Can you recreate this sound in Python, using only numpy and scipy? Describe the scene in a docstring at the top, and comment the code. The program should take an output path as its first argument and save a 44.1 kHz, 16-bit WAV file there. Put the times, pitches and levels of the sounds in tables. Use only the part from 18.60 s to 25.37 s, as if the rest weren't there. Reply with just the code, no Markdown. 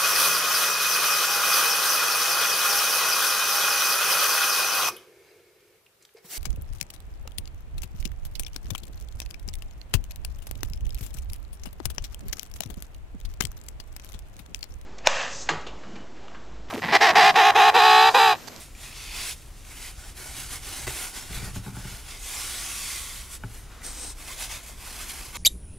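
"""Throughout, paper rubs right at the camera's microphone: a towel wad wipes a phone's glass and the desk round it.
Indoors at close range, shaped noise makes its scuffs and noisy bursts its crease ticks.
The phone, nudged, turned and dropped, knocks as damped modes of case and desk over a low drag rumble.
A paper cup pushed aside rasps and drums as resonant friction noise; the room rumbles low underneath."""
import sys
import numpy as np
from scipy import signal
from scipy.fft import rfft, irfft, next_fast_len
from scipy.io import wavfile
from scipy.ndimage import uniform_filter1d, map_coordinates

SR = 44100
rng = np.random.default_rng(int(sys.argv[2]) if len(sys.argv) > 2 else 0)


def log_audio(samples):
    """Write samples as a 16-bit WAV file to the path given in sys.argv[1]."""
    # one column per channel
    frames = np.atleast_2d(samples).T
    # limit to full scale, then quantise
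    limited = np.clip(frames, -1, 1)
    pcm = np.round(limited * 32767).astype(np.int16)
    wavfile.write(sys.argv[1], SR, pcm)


N = 298616  # length in samples

# Background rumble of the room: pitch_hz, relative density_db_per_hz
ROOM_COLOUR = [(12, -14), (26, 6), (45, 4), (66, 1.5), (85, -7.5), (105, -6.5), (125, -9), (165, -15.5),
               (330, -19), (550, -24), (2000, -28.5), (10000, -34), (15500, -40)]

# Likeness of the two microphone ports: pitch_hz, likeness (0 to 1)
PORT_LIKENESS = [(60, 0.96), (150, 0.81), (380, 0.79), (1000, 0.96), (2300, 1), (3500, 0.96), (4800, 0.85),
                 (8000, 0.72), (11000, 0.56), (15000, 0.43)]
# Level balance of the ports: pitch_hz, left_minus_right_db
PORT_BALANCE = [(60, 0.5), (650, 3), (1800, 2.2), (4800, 2.5), (7000, 2), (8500, 0), (10300, -2.5),
                (12000, -2), (15000, 0)]
# Phase between the ports: pitch_hz, left_lead_radians
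PORT_LEAD = [(100, 0.16), (8300, 0), (10000, 0), (12000, 0.74), (15000, 1.4)]
# The hand crosses the desk in front of the microphone: time_s, left_delay_samples
HAND_CROSSING = [(0, 0.013), (1.2, -0.62), (2.5, -0.38), (3.8, -0.061), (4.6, -0.02), (5.3, 0.52),
                 (5.8, 0.074), (6.77, 0.27)]
BAND_LIMIT_HZ = 15750

# Fingers drag the phone round: start_s, rise_s, hold_s, fall_s, level_db
DRAGS = [(1.2, 0.45, .4, .35, -48), (2.17, 0.087, .02, 0.11, -39), (2.673, 0.048, 0.16, 0.21, -36),
         (2.9, .1, 0.33, .08, -47)]
# Colour of the dragging: pitch_hz, relative density_db_per_hz
DRAG_COLOUR = [(25, -1), (50, 7.5), (80, 2.5), (112, 1.5), (135, 2), (165, -15), (200, -20), (250, -40),
               (500, -35), (1500, -56)]

# Pushes of the cup: start_s, rise_s, hold_s, fall_s, rasp_level_db, drum_level_db
CUP_PUSHES = [(5.227, 0.021, 0.018, 0.12, -37, -59), (5.301, 0.12, .03, 0.045, -38, -54),
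              (5.451, 0.032, 0.026, .035, -39.5, -64)]
# Colour of the cup's scrape: pitch_hz, relative density_db_per_hz
CUP_COLOUR = [(150, -2), (260, -3), (600, -7), (1200, -7), (2800, -9.5), (4000, -4.5), (5400, 1.5),
              (7300, -0.5), (9400, -2), (10500, -4.5), (15500, -22)]
# Resonances of the cup's wall: pitch_hz, width_hz, level_db (re a flat response)
CUP_WALL = [(746, 110, 3), (1690, 64, 7), (3850, 400, -4), (8350, 400, 8.5), (9100, 500, -2)]
# Hollow modes of the cup: pitch_hz, width_hz, relative level_db
CUP_HOLLOW = [(292, 28, 0.5), (500, 31, -4), (736, 90, -15)]

# The hand lands with the wad: time_s, relative level_db
LANDINGS = [(2.269, -25), (2.277, -23.5)]
# Modes of the soft landing: pitch_hz, relative level_db before scatter, decay_t60_s
PAD_MODES = [(62.5, 5, 0.12), (106, -10, 0.051), (274, -4, 0.042), (378, -2, 0.044), (466, -9, 0.077),
             (640, -8, 0.042), (1085, -8, 0.047), (1480, -15, 0.034), (2000, -4, .06)]

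# The phone judders on the desk: time_s, relative thud_db, clack_db (re thud, before a common trim)
PHONE_BUMPS = [(2.703, -30.5, -12), (2.772, -31.5, -9), (2.824, -28, -25), (2.875, -30, -5.5),
               (2.961, -23.5, -8), (2.973, -32, -27), (3.063, -26, -7.5), (3.077, -23.5, -17),
               (3.123, -31, -15), (3.167, -26.5, -8), (3.179, -41, -11), (3.248, -27, -10),
               (3.317, -36, -13)]
# Let go, the phone drops flat and bounces: time_s, relative thud_db, clack_db (re thud, before the trim)
PHONE_DROP = [(4.836, -25, -0.5), (4.8435, -31, -3.5)]
# Modes of the desk top: pitch_hz, relative level_db before scatter, decay_t60_s
DESK_MODES = [(109, -2, 0.23), (128, 0, 0.094), (187.8, -4.5, 0.2), (266, -13, 0.15), (351, -16, 0.098),
              (399, -13, 0.073)]
# Modes of the phone: pitch_hz, relative level_db before scatter, decay_t60_s
PHONE_MODES = [(605, -7.5, 0.087), (863, -4, 0.094), (1110, -9, 0.033), (1350, -2, 0.019), (1514, 2, 0.022),
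               (1700, -5, 0.028), (2300, -4, 0.013), (3000, -12, 0.011)]
BLOW_SCATTER_DB = 2  # standard deviation of each mode's strength, blow to blow

# Crease ticks in the paper: time_s, relative level_db, pitch_hz
CREASE_TICKS = [(0.1506, -36, 2380), (0.328, -33, 2460), (0.822, -42, 2630), (1.05, -41, 2420),
                (1.171, -35, 3120), (1.569, -41, 1980), (2.429, -26, 10400), (2.732, -30, 2140),
                (2.8463, -32, 3580), (5.219, -35, 2000), (5.2653, -26, 9140), (5.685, -31, 2630),
                (6.5023, -29, 3040), (6.7567, -25, 6820)]

# Strokes of the wad: start_s, rise_s, hold_s, fall_s, relative scuff_db,
# body_db (pressed surface), fizz_db (loose edges); the last two re the middle band, before band trims
STROKES = [ (-.03, 0.038, 0.0093, .09, -48.5, -4, 1.5), (0.144, .1, 0.03, 0.093, -45, -6, -2),
           (0.288, 0.095, 0.14, .08, -42, -11, -5.5), (0.497, 0.076, 0.073, 0.062, -34.5, -7, -4),
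           (0.606, .08, .025, 0.042, -34, -10, -1), (.7, .03, .01, 0.22, -51.5, -20, 3),
           (.88, 0.12, .01, .05, -54, -15, 0), (1.024, 0.049, .09, .05, -47.5, -5.5, 0.5),
           (1.132, 0.092, 0.058, 0.065, -40.5, -7, -0.5), (1.298, .1, 0.098, 0.054, -47.5, -3.5, 0),
           (1.537, 0.057, 0.067, 0.16, -40.5, -3.5, 1.5), (1.689, 0.088, .02, 0.18, -38, -5.5, 1),
           (1.878, 0.056, 0.012, 0.067, -35.5, -5.5, 0.5), (1.98, 0.093, 0.16, 0.087, -38, -5.5, 0.5),
           (2.264, 0.01, 0.034, 0.046, -34, -4.5, -0.5), (2.288, 0.077, 0.077, 0.1, -34.5, -5.5, 1),
           (2.506, 0.051, 0.018, 0.16, -38, -3, 1), (2.644, 0.11, 0.025, 0.078, -37.5, -3, -1),
           (2.8, .05, .01, 0.086, -40.5, -1, 0), (2.914, 0.047, 0.0055, 0.054, -41, -3.5, 0.5),
           (2.99, 0.066, .02, 0.09, -47, 1, 0), (3.118, 0.044, 0.083, 0.068, -46, -1, 0),
           (3.229, 0.06, .02, 0.2, -42, -4, -1), (3.419, 0.087, .01, 0.12, -41, -6.5, -3),
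           (3.553, 0.17, 0.26, 0.6, -34.5, -7, 1), (3.968, .25, 0.14, .17, -36, -9, 0.5),
           (4.377, .12, 0.071, 0.16, -42.5, -6.5, 1.5), (4.675, 0.067, 0.013, 0.035, -41.5, -7.5, 4),
           (4.803, .14, .03, .12, -49.5, -1.5, 1.5), (5.03, .1, 0.092, 0.045, -56, 4.5, -7),
           (5.206, 0.035, .23, 0.09, -46.5, -3, -0.5), (5.539, 0.068, 0.046, .04, -45.5, -0.5, 2),
           (5.658, 0.019, 0.055, 0.084, -39.5, -3.5, 0), (5.762, 0.051, 0.022, 0.053, -33.5, -4.5, 0.5),
           (5.849, 0.067, 0.022, 0.094, -37.5, -3, -0.5), (5.984, 0.098, .01, 0.087, -43.5, -2.5, 0.5),
           (6.122, .15, 0.38, .14, -41.5, -2.5, 0.5), (6.378, 0.038, .01, 0.031, -38.5, -9, 0),
           (6.473, 0.028, .005, .03, -38, -12, 1), (6.722, 0.053, .02, .03, -35, -2, -4), ]
# The held wad rustles faintly under and between strokes; same three levels as a stroke
REST_SCUFF_DB, REST_BODY_DB, REST_FIZZ_DB = -62, -5, 2
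# Colour of paper friction: pitch_hz, relative density_db_per_hz
PAPER_COLOUR = [(120, -13), (220, -4.5), (330, -8), (560, -5), (900, -2), (1700, -2), (2300, -4),
                (4000, -3), (7000, -1.56), (9900, -1), (11500, -3.5), (15600, -12.5)]
# Resonances of the rubbed glass: pitch_hz, width_hz, level_db (re a flat response)
GLASS_MODES = [(378, 120, -3), (724, 110, -8.5), (1070, 270, -4), (1400, 110, -15), (2150, 300, -2.5),
               (2575, 200, 0), (3280, 550, -10.5)]
# Resonances of the rubbed wood: pitch_hz, width_hz, level_db (re a flat response)
WOOD_MODES = [(332, 150, 9.5), (765, 64, 6), (1250, 140, -28), (1460, 90, 5), (2150, 400, -1),
              (2520, 220, -29), (3000, 410, -7)]
# Resonances of the groove between phone and desk: pitch_hz, width_hz, level_db (re a flat response)
GROOVE_MODES = [(1127, 107, 8.5), (1400, 160, 5.5), (2030, 290, 3.5), (2340, 140, -8), (2970, 170, -16),
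                (3450, 410, -0.5), (4610, 110, -2), (6400, 5300, -10), (9700, 630, -23)]
# Where the wad rubs: time_s, glass_share, groove_share; whatever is left is wood
CONTACT = [(0, 1, 0.48), (.75, 0.82, 0), (1.1, 0.68, 0), (1.5, 0, 0.13), (3.55, 0.44, 0.11), (3.7, 0, 0.46),
           (4.7, 0.54, 1), (4.9, 0.0011, 0.03), (5.6, 0.79, 0.29), (6.0, 0.87, 0), (6.77, 0.7, 0)]
WAD_PAN_DB = -1.94  # extra left-minus-right level


def amp(db):
    """Decibels to gain."""
    return 10 ** (np.asarray(db) / 20)


def unit(x):
    """Scale to rms 1."""
    return x / np.sqrt(np.mean(x ** 2) + 1e-20)


def along(points, hz):
    """Read (pitch_hz, value) points on a log pitch axis."""
    f, v = np.transpose(points)
    return np.interp(np.log(hz + 1), np.log(f + 1), v)


def curves(rows):
    """One value per sample for each column after the time."""
    s, *cols = np.transpose(rows)
    return [np.interp(np.arange(N) / SR, s, c) for c in cols]


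def wobble(rate):
    """A smooth random curve, rate knots a second."""
    knots = rng.standard_normal(int(N * rate / SR) + 4)
    return map_coordinates(knots, [np.arange(N) * rate / SR])


def filtered(x, response):
    """Shape x by a response of frequency, with room for the tail."""
    m = next_fast_len(N + SR // 2)
    spectrum = rfft(x, m) * response(np.fft.rfftfreq(m, 1 / SR))
    return irfft(spectrum, m)[..., :N]


def resonant(modes, f):
    """Gain of resonance peaks standing on a flat response."""
    return 1 + sum(amp(db) / (1 + (2 * (f - hz) / width) ** 2) for hz, width, db in modes)


def ring(modes, t, scatter_db):
    """Damped modes of alternating sign, at new strengths for every blow; peak 1."""
    x = np.zeros(len(t))
    for k, (hz, db, t60) in enumerate(modes):
        decay = amp(db + scatter_db * rng.normal() - 60 * t / t60)
        x += (-1) ** k * decay * np.sin(2 * np.pi * hz * t)
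    return x / np.abs(x).max()


def add(track, s, sound):
    """Mix a sound in at time s."""
    part = track[..., max(round(s * SR), 0):][..., :sound.shape[-1]]
    part += sound[..., :part.shape[-1]]


def swell(start, rise, hold, fall):
    """A movement gathers speed, runs steadily and slows to a stop; 0 to 1."""
    t = np.arange(N) / SR - start
    rising = t / max(rise, .005)
    falling = 1 - (t - rise - hold) / max(fall, .005)
    return np.clip(np.minimum(rising, falling), 0, 1)


def movements(rows, levels_db):
    """Gain over time of overlapping movements, which add in power."""
    return np.sqrt(sum((amp(db) * swell(*row[:4])) ** 2 for row, db in zip(rows, levels_db)))


def ports(pair):
    """Two unrelated signals reach two ports as mid and side: alike in the bass, apart in the treble."""
    half = np.array([[.5], [-.5]])

    def mid_side(hz):
        turn = np.arccos(np.clip(along(PORT_LIKENESS, hz), -1, 1)) / 2
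        return np.array([np.cos(turn), np.sin(turn)])

    def balance(hz):
        return amp(half * along(PORT_BALANCE, hz)) * np.exp(1j * half * along(PORT_LEAD, hz))

    mid, side = filtered(pair, mid_side)
    return filtered(np.array([mid + side, mid - side]), balance)


def placed(x):
    """As the source moves, its sound reaches one port slightly before the other."""
    lag, = curves(HAND_CROSSING)
    n = np.arange(N)
    left = map_coordinates(x[0], [n - lag / 2], order=5)
    right = map_coordinates(x[1], [n + lag / 2], order=5)
    return np.array([left, right])


def friction(catches, spread_db, catch_db, patchy_db):
    """Countless tiny slips, with stronger fibre catches (per second) and a colour that drifts in patches."""
    sizes = amp(spread_db * np.clip(rng.standard_normal(N), -2, 2))
    sizes = sizes * (rng.random(N) < catches / SR)
    snags = unit(sizes * np.sign(rng.standard_normal((2, N))))
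    slips = rng.standard_normal((2, N)) + amp(catch_db) * snags
    z = signal.stft(slips, nperseg=1024)[2]
    # random gains smoothed over pitch, then over time
    field = uniform_filter1d(rng.standard_normal(z.shape[1:]), size=5, axis=0)
    field = uniform_filter1d(field, size=9, axis=1)
    patchy = signal.istft(z * amp(patchy_db * unit(field)), nperseg=1024)[1]
    return ports(patchy[:, :N])


def room():
    """Steady low rumble with a trace of hiss: wide noise shaped mostly into the bass."""
    noise = ports(rng.standard_normal((2, N)))
    return amp(-43.5) * unit(filtered(noise, lambda hz: amp(along(ROOM_COLOUR, hz))))


def walls(x, t60):
    """A small room's short, diffuse answer: decaying noise after a 4 ms gap."""
    t = np.arange(SR // 2) / SR
    tail = rng.standard_normal((2, len(t))) * amp(-60 * t / t60) * (t > .004)
    return signal.fftconvolve(x, tail / np.linalg.norm(tail[0]), axes=1)[:, :N]


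def drag():
    """The phone's back rubs over the wood and the desk top rumbles: low noise follows each drag."""
    noise = ports(rng.standard_normal((2, N)))
    rumble = unit(filtered(noise, lambda hz: amp(along(DRAG_COLOUR, hz))))
    return movements(DRAGS, np.transpose(DRAGS)[4]) * rumble


def cup():
    """The cup's rim scrapes over the wood with a thin, bright rasp, and its hollow body drums."""
    rasp_db, drum_db = np.transpose(CUP_PUSHES)[4:]
    slips = friction(catches=900, spread_db=-1, catch_db=-4, patchy_db=2.0)
    rasp = unit(filtered(slips, lambda hz: amp(along(CUP_COLOUR, hz)) * resonant(CUP_WALL, hz)))
    # without the flat response, only the hollow peaks are left
    drum = unit(filtered(slips, lambda hz: resonant(CUP_HOLLOW, hz) - 1))
    return rasp * movements(CUP_PUSHES, rasp_db) + drum * movements(CUP_PUSHES, drum_db)


def landing():
    """The hand drops onto the desk, cushioned by the paper, which crunches flat: modes and dulled noise."""
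    out, t = np.zeros((2, N)), np.arange(SR // 4) / SR
    for s, db in LANDINGS:
        dull_noise = signal.lfilter([.35], [1, -.65], rng.standard_normal(len(t)))
        crunch = dull_noise * amp(-60 * t / 0.021)
        add(out, s, amp(db + 2.5) * (ring(PAD_MODES, t, BLOW_SCATTER_DB) + crunch))
    return out


def phone():
    """Each slip or bump clacks the phone's case and thuds through the desk top, as damped modes."""
    out, t = np.zeros(N), np.arange(SR // 3) / SR
    for s, db, clack_db in PHONE_BUMPS + PHONE_DROP:
        thud = ring(DESK_MODES, t, BLOW_SCATTER_DB)
        contact_noise = 0.098 * amp(-60 * t / .012) * rng.standard_normal(len(t))
        clack = ring(PHONE_MODES, t, BLOW_SCATTER_DB) + contact_noise
        add(out, s, amp(db - 4) * (thud + amp(clack_db + 3) * clack))
    return out * amp([[.6], [-.6]])  # slightly left of the microphone


def creases():
    """A fold snaps: a sharp crack of noise and a brief papery ring."""
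    out, t = np.zeros((2, N)), np.arange(SR // 20) / SR
    for s, db, hz in CREASE_TICKS:
        crack = 0.67 * amp(-60 * t / 0.0039) * rng.standard_normal((2, len(t)))
        # the first row is the mid signal, so the ring is shared by both ports
        crack[0] += 0.66 * amp(-60 * t / 0.023) * np.sin(2 * np.pi * hz * t)
        add(out, s, amp(db) * crack)
    return ports(out)


def shares(scuff_db, body_db, fizz_db):
    """Levels in dB of body, middle and fizz; middle and fizz share the scuff's power."""
    middle_db = scuff_db - 10 * np.log10(1 + amp(fizz_db) ** 2)
    return middle_db + body_db, middle_db, middle_db + fizz_db


def towel():
    """Pressing the wad brings out the body of the surface under it; its loose edges fizz."""
    stroke_db = shares(*np.transpose(STROKES)[4:])
    rest_db = shares(REST_SCUFF_DB, REST_BODY_DB, REST_FIZZ_DB)
    body, middle, fizz = [np.hypot(movements(STROKES, db), amp(rest))
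                          for db, rest in zip(stroke_db, rest_db)]
    glass, groove = np.clip(curves(CONTACT), 0, 1)
    wood = np.clip(1 - glass - groove, 0, 1)
    slips = friction(catches=900, spread_db=1.0, catch_db=-7.5, patchy_db=2)

    def rubbed(modes):
        return unit(filtered(slips, lambda hz: amp(along(PAPER_COLOUR, hz)) * resonant(modes, hz)))

    rub = glass * rubbed(GLASS_MODES) + wood * rubbed(WOOD_MODES) + groove * rubbed(GROOVE_MODES)

    def below(edge_hz):
        return filtered(rub, lambda hz: 1 / (1 + (hz / edge_hz) ** 10))

    low, under = below(edge_hz=1970), below(edge_hz=5890)
    mix = body * amp(-0.63) * unit(low)
    mix += middle * amp(-.5) * unit(under - low)
    mix += fizz * amp(1.5) * unit(rub - under)
    # the wad stutters on open surfaces and runs more evenly along the groove
    stutter = 1.6 * wobble(45) + 2.0 * wobble(220)
    flutter = amp(stutter * (0.4454 - 0.5 * groove))
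    return mix * flutter * amp(WAD_PAN_DB * np.array([[.5], [-.5]]))


def scene():
    """Rubbing and knocks on the desk close by, over the room; the walls answer only the knocks."""
    knocks = phone() + landing() + creases()
    reflections = amp(-24) * walls(knocks, t60=0.3)
    return placed(towel() + cup()) + drag() + knocks + reflections + room()


def record(dry):
    """The camera keeps nothing above its band limit."""
    return filtered(dry, lambda hz: hz < BAND_LIMIT_HZ)


dry = scene()
out = record(dry)
log_audio(out)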